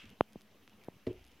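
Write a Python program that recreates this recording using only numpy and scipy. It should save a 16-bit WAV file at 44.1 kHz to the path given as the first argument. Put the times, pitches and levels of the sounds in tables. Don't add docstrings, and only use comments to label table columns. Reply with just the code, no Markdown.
import sys
import numpy as np
from scipy import signal
from scipy.io import wavfile

SR = 44100
rng = np.random.default_rng(int(sys.argv[2]) if len(sys.argv) > 2 else 0)


def wav_out(sig):
    wavfile.write(sys.argv[1], SR, np.round(np.clip(np.atleast_2d(sig).T, -1, 1) * 32767).astype(np.int16))


def elevation(decibels):
    levels = np.asarray(decibels, float)
    return 10 ** (levels / 20)


N = 61740


def rms_one(x):
    return x / np.sqrt(np.mean(x ** 2) + 1e-20)


def at_hz(points, hz):
    table_hz, value = np.transpose(points)
    return np.interp(np.log(hz), np.log(table_hz), value)


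def bandpass(x, order, low_hz, high_hz):
    return signal.sosfilt(signal.butter(order, [low_hz, high_hz], "band", fs=SR, output="sos"), x)


def drift(rate_hz):
    r = np.exp(-80 * np.pi * rate_hz / SR)
    white = rng.standard_normal(N // 40 + 2002)
    slow = signal.lfilter([1], [1, -2 * r, r * r], white)[2000:]
    return np.interp(np.arange(N) / 40, np.arange(len(slow)), rms_one(slow))


def ring(push, hz, t60_s):
    r, w = elevation(-60 / (t60_s * SR)), 2 * np.pi * hz / SR
    return signal.lfilter([0, np.sin(w)], [1, -2 * r * np.cos(w), r * r], push + 1e-18)


def contact(start_s, length_ms):
    phase = np.clip((np.arange(N) / SR - start_s) * 1000 / length_ms, 0, 1)
    return np.sin(np.pi * phase) ** 2


def noise(spectrum, patchy_db, low_hz, high_hz):
    # hz, level_db
    side_level = [(60, -30), (300, -18.5), (700, -11.5), (1500, -9.5), (3000, -13), (6000, -4.5),
                  (15000, -5.5)]
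    out, together = 0, drift(3)
    edges_hz = 20 * 2 ** np.arange(0, 9.9, 1 / 3)
    white = rng.standard_normal((2, 2, N + 4000))
    for k, (low, high) in enumerate(zip(edges_hz, edges_hz[1:])):
        hz = np.sqrt(low * high)
        if low_hz < hz < high_hz:
            mid, side = bandpass(white[k % 2], 2, low, high)[:, 4000:]
            flicker_db = patchy_db * (0.27 * together + drift(11))
            stereo = mid + elevation(at_hz(side_level, hz)) * side * [[1], [-1]]
            out = out + elevation(at_hz(spectrum, hz) + flicker_db) * stereo
    return rms_one(out)


def knocks():
    # start_s, signed_push, contact_ms, rebound_lag_ms, rebound_share
    knock_events = [
        (.2090, -.347, .118, .314, .99),
        (.3581, .0136, .264, .322, -.17),
        (.8848, -.0183, .212, .404, 2.76),
    ]
    # rebound_ms, thud_hz, thud_share, decay_cycles
    pad_answers = [
        (.278, 60, -.28, 1.23),
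        (.134, 184, 1.6, 4.7),
        (.433, 78, -2.62, 1.0),
    ]
    # start_s, level_db, pitch_hz
    bump_events = [(.2053, -47, 800), (.9675, -51, 300), (.1135, -47, 380), (.546, -56, 320),
                   (.635, -58, 800), (.366, -52, 70), (.943, -56, 300), (.6785, -52, 600), (.036, -50, 85),
                   (.06, -48, 90)]
    softness, bump_cycles = .43, 4.0
    out, t = 0, np.arange(N) / SR
    blur_ms = np.arange(-40, 41) * 1000 / SR
    for (start_s, push, ms, lag_ms, share), (back_ms, hz, thud, cycles) in zip(knock_events, pad_answers):
        since_ms = (t - start_s) * 1000
        v = np.clip((since_ms - lag_ms) / back_ms, 0, 100)
        edge = np.exp(-.5 * (blur_ms / (softness * ms ** 1.5 * 3)) ** 2)
        back = np.convolve(v * np.exp(1 - v), edge / edge.sum(), "same")
        r, w = elevation(-60 * hz / cycles / SR), 2 * np.pi * hz / SR
        pad = signal.lfilter([1, -r * np.cos(w)], [1, -2 * r * np.cos(w), r * r],
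                             back / back.sum() + 1e-18)
        out = out + push * (np.exp(-.5 * (since_ms / ms) ** 2) - share * back - thud * pad)
    for start_s, level_db, hz in bump_events:
        touch = contact(start_s, 300 / hz)
        out = out - elevation(level_db) * ring(touch / touch.sum(), hz, bump_cycles / hz)
    return out


def table():
    # start_s, signed_push, contact_ms
    blow_events = [
        (1.0671, .116, 2.17),
        (1.0709, .053, 2.3),
        (1.0816, -.016, 2.46),
        (1.0929, .015, 1.88),
        (1.103, .029, 2.5),
        (1.1057, .029, 2.5),
        (1.1291, -.03, 1.46),
        (1.1482, -.03, 2.5),
    ]
    # hz, signed_share, t60_s
    top_modes = [(109.4, -.208, .19), (144, .38, .029), (207, .018, .5), (265.6, -.64, .052),
                 (279, .33, .077), (365.7, .47, .18), (448.7, -.61, .061), (583, .83, .015),
                 (640.6, -.645, .089), (880, -.1, .15)]
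    # hz, level_db, t60_s
    frame_modes = [(40.4, -34.5, 0.48), (67, -30, 1.2)]
    # low_hz, high_hz, level_db, t60_s, rise_s
    board_bands = [(220, 540, -43, .27, .05), (780, 1100, -58, .17, .004)]
    crack_s, crack_db, crack_t60_s = 1.0675, -40, .06
    hand_s, hand_db, hand_fade_s = 1.1145, -18, .003
    t = np.arange(N) / SR
    since_s = np.clip(t - crack_s, 0, 1)
    force = sum(push * contact(s, ms) / (ms * SR / 2000) for s, push, ms in blow_events)
    damp = elevation(hand_db * np.clip((t - hand_s) / hand_fade_s, 0, 1))
    out = damp * sum(share * ring(force, hz, t60_s) for hz, share, t60_s in top_modes)
    for hz, level_db, t60_s in frame_modes:
        out = out + elevation(level_db) * ring(force, hz, t60_s)
    for low_hz, high_hz, level_db, t60_s, rise_s in board_bands:
        shiver = rms_one(bandpass(rng.standard_normal(N), 4, low_hz, high_hz))
        rise = np.clip((t - crack_s) / rise_s, 0, 1)
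        out = out + elevation(level_db - 60 * since_s / t60_s) * rise * shiver
    crack = rng.standard_normal(N) * (t > crack_s) * elevation(crack_db - 60 * since_s / crack_t60_s)
    return out + bandpass(crack, 2, 750, 3300)


def ticks():
    # start_s, peak_db, top_hz
    tack_events = [
        (0.056, -46.5, 6300),
        (.094, -48.5, 6000),
        (.3245, -52, 6050),
        (.410, -46.5, 5670),
        (0.6775, -43, 3370),
        (.6965, -51, 6200),
        (.796, -63, 6200),
        (.838, -47, 5340),
        (1.212, -54.5, 5040),
        (1.2428, -47.5, 5560),
    ]
    # start_s, peak_db
    snap_events = [(0.102, -50), (0.3321, -48.5), (0.4177, -49.5), (0.8455, -50), (1.071, -81),
                   (1.0772, -53.5), (1.13, -53), (1.25, -52), (1.266, -52), (1.276, -54), (1.282, -55),
                   (1.317, -56)]
    # hz, width_hz, level_db
    snap_modes = [(3410, 890, 5), (5080, 660, -2.5), (6450, 580, -5.5), (8720, 300, -13.5),
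                  (10280, 950, -2.5), (12400, 1100, -7)]
    out, click = np.zeros(N), 1. * (np.arange(300) == 0)
    for start_s, peak_db, top_hz in tack_events:
        tack = bandpass(click, 2, 1020, top_hz)
        out[int(start_s * SR):][:300] -= elevation(peak_db) * tack / np.abs(tack).max()
    for start_s, peak_db in snap_events:
        snap = 0
        for k, (hz, width_hz, level_db) in enumerate(snap_modes):
            gain_db = level_db + 2.6 * np.log2(hz / 4000) + 1.4 * rng.standard_normal()
            snap = snap + elevation(gain_db) * ring(click, hz, 4.1 / width_hz) * (-1) ** k
        out[int(start_s * SR):][:300] += elevation(peak_db) * snap / np.abs(snap).max()
    return out


def cloth():
    # time_s, swish_db, rumble_db
    movement = [(0, -55, -84), (0.042, -60.5, -56), (.075, -62.5, -65), (0.124, -66, -59.5),
                (.16, -85, -78), (.5, -93, -77.5), (.55, -106, -79), (.9, -102, -71.5), (.97, -97, -64),
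                (1.0, -91, -101), (1.065, -98, -67), (1.09, -65, -87), (1.14, -75, -86), (1.17, -67.5, -67),
                (1.22, -73, -68), (1.4, -73.5, -77)]
    # hz, density_db
    swish_spectrum = [(900, -22.5), (1300, -4.5), (2000, -10), (2700, 6), (3300, -13), (4200, -12),
                      (7000, -24.5)]
    # hz, density_db
    rumble_spectrum = [(40, -11), (86, 0.5), (150, -6.5), (209, -1.5), (300, -9), (600, -21)]
    time_s, swish_db, rumble_db = np.transpose(movement)
    t = np.arange(N) / SR
    swish_gain = elevation(np.interp(t, time_s, swish_db) + 1.5 * drift(150))
    rumble_gain = elevation(np.interp(t, time_s, rumble_db) + 2.1 * drift(40))
    return (swish_gain * noise(swish_spectrum, 1.3, 900, 8000)
            + rumble_gain * noise(rumble_spectrum, 2.8, 40, 700))


def room():
    # hz, density_db
    air_spectrum = [(25, -20.5), (80, -13), (160, -10), (300, -9), (700, -14), (1500, -19), (3000, -17),
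                    (4300, -29.5)]
    # hz, density_db
    hiss_spectrum = [(2350, -28), (4000, 2), (4380, -3.5), (5590, -1.5), (6270, -7.5), (7220, -8.5),
                     (7820, -15.5), (11900, -5.5), (15600, -8)]
    air_db, hiss_db = -67, -76
    hum_hz, hum_width_hz, hum_db = 209.5, 9.8, -73
    hum = rms_one(ring(rng.standard_normal(N), hum_hz, 2.8 / hum_width_hz))
    air = elevation(air_db) * noise(air_spectrum, 2.45, 20, 4500)
    hiss = elevation(hiss_db) * noise(hiss_spectrum, 1.0, 3800, 19000)
    return air + hiss + hum * elevation(hum_db + 1.9 * drift(1))


def scene():
    return knocks() + table() + ticks() + cloth() + room()


def roll_off(x):
    return signal.sosfilt(signal.butter(12, 15710, fs=SR, output="sos"), x)


def record(dry):
    offset = -.0004
    return roll_off(dry + offset)


dry = scene()
out = record(dry)
wav_out(out)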